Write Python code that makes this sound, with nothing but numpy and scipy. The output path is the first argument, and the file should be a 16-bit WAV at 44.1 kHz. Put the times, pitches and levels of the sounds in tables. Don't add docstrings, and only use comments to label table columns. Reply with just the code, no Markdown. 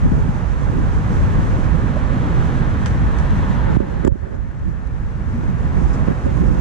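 import sys
import numpy as np
from scipy import signal
from scipy.fft import rfft, irfft, next_fast_len
from scipy.io import wavfile
from scipy.ndimage import uniform_filter1d, minimum_filter1d

SR = 44100
rng = np.random.default_rng(int(sys.argv[2]) if len(sys.argv) > 2 else 0)


def bounce(signal):
    frames = np.transpose(np.atleast_2d(signal))
    limited = np.clip(frames, -1, 1)
    pcm = np.round(limited * 32767).astype(np.int16)
    wavfile.write(sys.argv[1], SR, pcm)


N = 291443
TIME = np.arange(N) / SR
SIZE = next_fast_len(N, real=True)
FREQS = np.maximum(np.fft.rfftfreq(SIZE, 1 / SR), 1)

# time in seconds, heading in degrees.
HEADING = [(0, 1), (1.5, 21), (3.0, 86), (3.8, 94), (4.5, 160), (5.5, 226), (6.6, 285)]
# frequency in Hz, relative density in dB.
TRAFFIC_SPECTRUM = [(20, -20.5), (55, -6), (120, 0.5), (230, -9), (350, -17.5), (500, -16), (680, -19.5),
                    (950, -17.5), (1250, -20), (1720, -23.5), (2100, -29.5), (3500, -42), (4700, -50),
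                    (9000, -70)]
# frequency in Hz, coherence from 0 to 1, left lead in radians,
# left minus right in dB.
PORT_COHERENCE = [(100, 0.82, 0.49, 0), (516, 0.83, 0.11, -.5), (696, 0, -0.12, -1.5),
                  (920, 0.43, 1.66, -0.5), (1490, 0.83, 1.76, -.3), (2170, 0.7, 1.36, 1.8),
                  (3000, 0.24, 0.24, 2), (3900, 1, 1.2, 0), (6000, 0.1, -.5, 2)]
# time overhead in seconds, relative peaks of roar, boom and tread hiss in dB.
VEHICLES = [(1.33, -34.5, -29.5, -54), (2.4, -34, -25.5, -49.5), (3.45, -35.5, -31.5, -49),
            (4.3, -49, -34.5, -69), (5.75, -35.5, -28, -66)]
# frequency in Hz, relative densities of boom, tread and side-on roar in dB.
SPAN_SPECTRA = [(70.4, -8.5, -48.5, -35.5), (130, 0.5, -43, -38.5), (233, -4.5, -33.5, -31),
                (315, -12.5, -21.5, -33.5), (500, -25, -27.5, -17.5), (1390, -46.5, 3, 1.5),
                (1770, -54, 12.5, 4.5), (1915, -54.5, -6, -1), (2120, -58.5, -15.5, -6),
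                (2480, -58, 2, -13), (3220, -69, 5.5, -34), (4190, -79.5, -0.5, -21),
                (5000, -82.5, -18.5, -44.5), (9000, -86, -40, -53)]
# start in seconds, pitch in Hz, level in dB, rise in seconds.
JOINTS = [(1.9655, 605, -20.5, .003), (2.131, 242, -18, .013), (5.337, 234, -14.5, .015)]
# time in seconds, pitch in Hz, level in dB.
WHINE = [(2.7, 1028, -62), (3.1, 1000, -42), (3.4, 960, -42), (3.6, 920, -37), (3.76, 890, -41),
         (4.0, 850, -43), (4.3, 824, -66)]
STREAM_DB, STREAM_BOOM_DB, STREAM_TREAD_DB = -36, -34.5, -69.5
PASS_S, ON_SPAN_S = 0.38, 0.61
BRIDGE_LEFT_DEG = 195
PAN_RIGHT_DB, PAN_SWING_DB = -3.5, 4
SIDE_ON_DEG, SIDE_ON_DB, SIDE_ON_FALL_DB = 130, -45, 14

# frequency in Hz, relative densities at left and right in dB.
WIND_SPECTRA = [(10, -18, -31), (22.2, -9.5, -6), (40, 5, 0.5), (58.3, 1.5, 3), (113.6, -2, -7.5),
                (163.3, -8, -8), (239, -21.5, -19), (398, -28, -27), (736, -54, -50.5), (2500, -88, -95.5)]
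# centre and half length in seconds, change at left, right and in eddies in dB.
GUSTS = [(0.15, 0.18, 6, -1, 8), (0.48, 0.089, -1, -2, -7), (0.76, 0.15, 4, 1.3, 10),
         (1.3, 0.32, 10.5, -2.5, 5), (1.72, 0.093, -3, 2, 2.5), (2.33, 0.13, 4, 0.5, -6),
         (3.08, 0.52, 4, -2, -2.5), (3.7, 0.21, -2.5, 0.5, 7.5), (3.86, 0.06, -6, -7.5, 17.5),
         (4.09, 0.1, 1, 6.5, 10), (4.36, 0.12, 1.5, 5.5, 2), (4.68, 0.13, 3, 1, 4),
         (4.93, 0.15, -3, -1.5, -3), (5.38, 0.12, 1, 1.5, 7.5), (5.78, 0.079, 3.5, 1, 12),
         (6.19, 0.055, -4, -8, -6), (6.45, 0.18, -2, 0.7, 13.5)]
# centre in seconds, level in dB, half length in seconds, left minus right in dB.
BUFFETS = [(0.051, -11.5, 0.013, 10.5), (0.122, -11.5, 0.0053, 13.5), (0.294, -15, 0.0034, 17),
           (1.391, -15, 0.008, 12), (1.748, -13, 0.0051, -16), (3.509, -13, 0.004, -17),
           (3.706, -11, 0.006, -8), (4.143, -7, 0.011, -11.5), (4.685, -10.5, 0.014, -13),
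           (5.495, -10.5, 0.007, -11.5), (5.834, -24, 0.019, -8), (6.02, -15.5, 0.017, -9.5),
           (6.11, -14.5, 0.01, -13.5), (6.267, -13, 0.0048, -13), (6.408, -12, 0.0063, -14.5),
           (6.51, -14, 0.0064, -13)]
BREEZE_LEFT_DB, BREEZE_RIGHT_DB, BREEZE_EDDY_DB = -22, -14.5, -3
WINDWARD_DEG, WINDWARD_DB = 197, 3.5

# start in seconds, initial thump pitch in Hz, thump, tick and ring in dB.
KNOCKS = [(3.768, 390, 10, -44, -35), (3.8025, 536, 2.5, -34, -15.5), (4.0486, 495, 8.5, -15, -17),
          (4.0672, 614, -8, -28, -11.5), (4.075, 560, -4, -12.5, -12), (4.0784, 563, 23.5, -15, -4.5),
          (4.116, 162, 20, -54, -14), (4.156, 560, -1, -46, -21), (6.0823, 438, 3, -42, -23)]
# frequency in Hz, gain in dB, T60 in seconds, left-to-right motion ratio.
CASE_MODES = [(353, 5.5, 0.059, -0.13), (441, 6.5, 0.055, -0.41), (547, 2.5, 0.22, -0.74),
              (695, -10, .025, -0.23), (850, -4.5, 0.026, -0.36), (1140, -3.5, 0.0089, 0.8),
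              (1440, -3.5, .016, -0.013), (1755, -6.5, 0.013, -0.13)]
# frequency in Hz, relative density in dB.
TICK_SPECTRUM = [(300, 18), (1300, 13.5), (2200, 3), (3100, 0), (4300, -9), (6000, -5.5), (7700, -1),
                 (9000, -22), (10500, -22), (13000, -68)]
# start in seconds, ring in dB, rise and decay in seconds, rasp in dB.
RUBS = [(3.66, -28, 0.025, 0.084, -45), (3.86, -28, 0.074, 0.05, -37), (4.015, -23, 0.034, 0.028, -40),
        (4.21, -19.5, 0.029, 0.078, -28), (4.315, -22, 0.028, 0.023, -29.5),
        (6.072, -22, 0.015, 0.022, -25), (6.112, -33, 0.0043, 0.0087, -30),
        (6.258, -22, 0.0095, 0.027, -38), (6.37, -33, 0.018, 0.36, -52)]
# frequency in Hz, relative density in dB.
RASP_SPECTRUM = [(300, -5), (560, 2), (1000, -4), (1700, -4), (2400, -21.5), (5000, -38), (12000, -60)]
# start in seconds, level in dB, rise and decay in seconds.
SCUFFS = [(4.335, -53, .015, .025), (5.875, -51, .01, .018), (5.928, -46, 0.012, 0.017),
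          (6.437, -56, .008, 0.013), (6.464, -53, 0.0075, .014)]
# frequency in Hz, relative density in dB.
SCUFF_SPECTRUM = [(2000, -9), (4200, -15), (5000, 2), (6200, 0), (7400, -3), (8500, -11), (13000, -32)]

# frequency in Hz, relative density in dB.
WATER_SPECTRUM = [(1500, -15.5), (3000, -6.5), (4700, -2), (6200, 2), (7500, -2), (9000, -8), (11000, -13),
                  (13000, -31), (15000, -49)]
# centre and half length in seconds, rise of the hiss in dB.
WAVES = [(1.35, 0.46, 3), (2.45, .12, 3), (3.2, 0.54, 1), (4.25, 0.1, 2.5), (5.8, 0.4, 1.5)]
# start in seconds, level in dB, rise and decay in seconds.
SPLASHES = [(2.859, -19.5, 0.001, 0.0021), (2.865, -34.5, .003, 0.018), (3.183, -35, 0.0036, 0.011),
            (4.87, -38, .002, .008)]
# frequency in Hz, relative density in dB.
SPLASH_SPECTRUM = [(500, -3), (900, 16), (1600, 14.5), (2300, 9), (3100, 4.5), (4300, -2), (5500, -1),
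                   (6200, 5.5), (7200, -9), (8400, -1), (9500, -21), (14000, -30)]
WATER_DB = -54.5
CEILING, TOP_HZ = .95, 14100


def traffic(level_db, pan_db, gain_db=9.5, patchy_db=0.5, bands=6):
    coherence, lead, shade_db = spectra(PORT_COHERENCE)
    coherence = np.clip(coherence, 0, 1)
    left = white()
    right = coherence * np.exp(-1j * lead) * left + np.sqrt(1 - coherence ** 2) * white()
    ports = np.array([left, right]) * pan(shade_db) * undb(spectra(TRAFFIC_SPECTRUM)[0])
    position = np.log2(FREQS / 10) / 2
    roar = 0
    for k in range(bands):
        band = sound(ports * np.maximum(1 - abs(position - k), 0))
        roar = roar + band * undb(patchy_db * walk(16.0))
    return unit(roar) * undb(level_db + gain_db) * pan(pan_db)


def passing():
    s, roar_db, boom_db, tread_db = np.transpose(VEHICLES)
    age = TIME - s[:, None]
    nearness = 1 / (1 + (age / PASS_S) ** 2)
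    load = np.exp(-(age / ON_SPAN_S) ** 2)
    layers = [(STREAM_DB, roar_db, nearness), (STREAM_BOOM_DB, boom_db, load),
              (STREAM_TREAD_DB, tread_db, nearness)]
    return [10 * np.log10(undb(stream_db) ** 2 + undb(peak_db) ** 2 @ share)
            for stream_db, peak_db, share in layers]


def near_span(boom_db, tread_db, throb_db=2.0):
    boom, tread, side_on = (noise(colour) for colour in spectra(SPAN_SPECTRA))
    deck = boom * undb(boom_db + throb_db * walk(3.6)) + tread * undb(tread_db)
    for s, hz, db, rise in JOINTS:
        age = np.maximum(TIME - s, 0)
        deck += undb(db) * age / rise * np.exp(1 - age / rise) * np.sin(2 * np.pi * hz * age)
    side_db = SIDE_ON_DB - SIDE_ON_FALL_DB * (1 - facing(SIDE_ON_DEG))
    return deck * pan(-1.2) + side_on * undb(side_db) * pan(18.4)


def tyre_whine(width_hz=78):
    hz, db = curves(WHINE)
    phase = 2 * np.pi * np.cumsum(hz) / SR
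    narrowband = walk(width_hz) * np.cos(phase) + walk(width_hz) * np.sin(phase)
    return unit(narrowband) * undb(db) * pan(0.96)


def wind(flutter_db=0.98, eddy_db=2.5, eddy_hz=210, opposed=0.24):
    *port_db, strength_db = airflow()
    highpass = 1 / (1 + (eddy_hz / FREQS) ** 4)
    across = white()
    ports = []
    for sign, db, colour in zip((1, -1), port_db, spectra(WIND_SPECTRA)):
        pressure = (sign * np.sqrt(opposed) * across + np.sqrt(1 - opposed) * white()) * undb(colour)
        eddies = sound(pressure * highpass) * undb(strength_db + eddy_db * walk(32))
        flow = sound(pressure * (1 - highpass)) + eddies
        ports.append(unit(flow * undb(flutter_db * walk(3.5))) * undb(db))
    return np.array(ports)


def airflow():
    left_db, right_db, eddy_db = swells(GUSTS)
    exposure_db = WINDWARD_DB * facing(WINDWARD_DEG)
    return (BREEZE_LEFT_DB + exposure_db + left_db, BREEZE_RIGHT_DB + exposure_db + right_db,
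            BREEZE_EDDY_DB + eddy_db)


def buffets(flap_hz=165, wander_octaves=.35):
    force = sum(undb(db) * np.exp(-.5 * ((TIME - s) / length) ** 2) * pan(side_db)
                for s, db, length, side_db in BUFFETS)
    hz = flap_hz * 2 ** (wander_octaves * walk(118))
    return force * np.sin(2 * np.pi * np.cumsum(hz) / SR) * np.array([[1], [-1]])


def handling(tick_rise_s=0.00023, tick_s=0.004, slip_db=1.5, left_thump=0.16):
    thump, tick, taps = np.zeros((3, N))
    for s, hz, thump_db, tick_db, ring_db in KNOCKS:
        span = slice(int(s * SR), int(s * SR) + SR // 4)
        age = TIME[:len(TIME[span])]
        thump[span] += undb(thump_db) * heave(age, hz)
        tick[span] += undb(tick_db) * np.minimum(age / tick_rise_s, 1) * np.exp(-age / tick_s)
        taps[span.start] += undb(ring_db)
    grip = undb(slip_db * walk(150))
    friction = rng.standard_normal(N) * grip
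    ring = case_ring(taps) + bursts([row[:-1] for row in RUBS]) * unit(case_ring(friction))
    ticks = tick * stereo_noise(TICK_SPECTRUM) * pan(2.8)
    slipping = bursts([(s, rasp_db, rise, decay) for s, _, rise, decay, rasp_db in RUBS])
    rasp = slipping * grip * stereo_noise(RASP_SPECTRUM)
    return np.array([-left_thump * thump, thump]) + ring + ticks + rasp


def heave(age, hz, soften_cycles=1.27, peak_cycles=0.96, width_cycles=0.51,
          sway_hz=60, sway_db=-8, sway_s=.011):
    cycles = soften_cycles * np.log1p(hz * age / soften_cycles)
    lurch = np.exp(-((cycles - peak_cycles) / width_cycles) ** 2) * np.sin(2 * np.pi * cycles)
    sway = (age / sway_s * np.exp(1 - age / sway_s)) ** 2 * np.sin(2 * np.pi * sway_hz * age)
    return lurch + undb(sway_db) * sway


def case_ring(force):
    age = TIME[:SR // 2]
    modes = 0
    for k, (hz, db, t60, left) in enumerate(CASE_MODES):
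        mode = np.sin(2 * np.pi * hz * age) * np.exp(-np.log(1000) * age / t60)
        modes = modes + (-1) ** k * undb(db) * np.array([[left], [1]]) * mode
    response = signal.sosfilt(signal.butter(2, 2200, fs=SR, output="sos"), modes)
    return signal.fftconvolve(force[None], response, axes=1)[:, :N]


def scuffs(grain_db=1.0):
    return bursts(SCUFFS) * stereo_noise(SCUFF_SPECTRUM) * undb(grain_db * walk(200)) * pan(-4)


def water(level_db, fizz_db=1.0, lap_db=0.9):
    colour_db = spectra(WATER_SPECTRUM)[0]
    fizz = np.array([unit(noise(colour_db) * undb(fizz_db * walk(250))) for _ in range(2)])
    spray = stereo_noise(SPLASH_SPECTRUM) * undb(4.2 * walk(300))
    hiss = fizz * undb(level_db + lap_db * walk(13.0))
    return hiss * pan(-1.5) + bursts(SPLASHES) * spray * pan(-2.3)


def bursts(table):
    envelope = 0
    for s, db, rise, decay in table:
        age = np.maximum(TIME - s, 0)
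        envelope += undb(db) * np.minimum(age / rise, 1) * np.exp(-np.maximum(age - rise, 0) / decay)
    return envelope


def swells(table):
    s, length, *columns = np.transpose(table)
    return np.array(columns) @ np.exp(-((TIME - s[:, None]) / length[:, None]) ** 2)


def facing(degrees):
    return (1 + np.cos(np.radians(curves(HEADING)[0] - degrees))) / 2


def pan(db):
    return undb(np.array([db, -db]).reshape(2, -1) / 2)


def curves(table):
    s, *columns = np.transpose(table)
    return [np.interp(TIME, s, c) for c in columns]


def spectra(table):
    hz, *columns = np.transpose(table)
    return [np.interp(np.log(FREQS), np.log(hz), c) for c in columns]


def walk(rate_hz, size=16384):
    hz = np.fft.rfftfreq(size, TIME[-1] / size)
    steps = irfft(rfft(rng.standard_normal(size)) / (1 + (hz / rate_hz) ** 4))
    return np.interp(TIME, np.linspace(0, TIME[-1], size), unit(steps))


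def stereo_noise(table):
    return np.array([noise(spectra(table)[0]) for _ in range(2)])


def noise(colour_db):
    return unit(sound(white() * undb(colour_db)))


def white():
    return rng.standard_normal(2 * len(FREQS)).view(complex)


def sound(spectrum):
    return irfft(spectrum, SIZE)[..., :N]


def unit(x):
    return x / np.sqrt(np.mean(x ** 2))


def undb(db):
    return 10 ** (np.asarray(db) / 20)


def scene():
    roar_db, boom_db, tread_db = passing()
    pan_db = PAN_RIGHT_DB + PAN_SWING_DB * facing(BRIDGE_LEFT_DEG) ** 2
    bridge = traffic(roar_db, pan_db) + near_span(boom_db, tread_db) + tyre_whine()
    chop = water(WATER_DB + swells(WAVES)[0])
    return bridge + chop + wind() + buffets() + handling() + scuffs()


def release(over_db, db_per_s):
    ramp = db_per_s * TIME
    return np.maximum.accumulate(over_db + ramp) - ramp


def record(dry, fast_db_per_s=120, slow_db_per_s=7.0, held_share=0.59):
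    over_db = 20 * np.log10(np.maximum(abs(dry).max(axis=0) / CEILING, 1))
    cut_db = np.maximum(release(over_db, fast_db_per_s), release(held_share * over_db, slow_db_per_s))
    gain = uniform_filter1d(minimum_filter1d(undb(-cut_db), size=60), size=60)
    lowpass = signal.ellip(8, .2, 70, TOP_HZ, fs=SR, output="sos")
    return signal.sosfilt(lowpass, dry * gain)


dry = scene()
out = record(dry)
bounce(out)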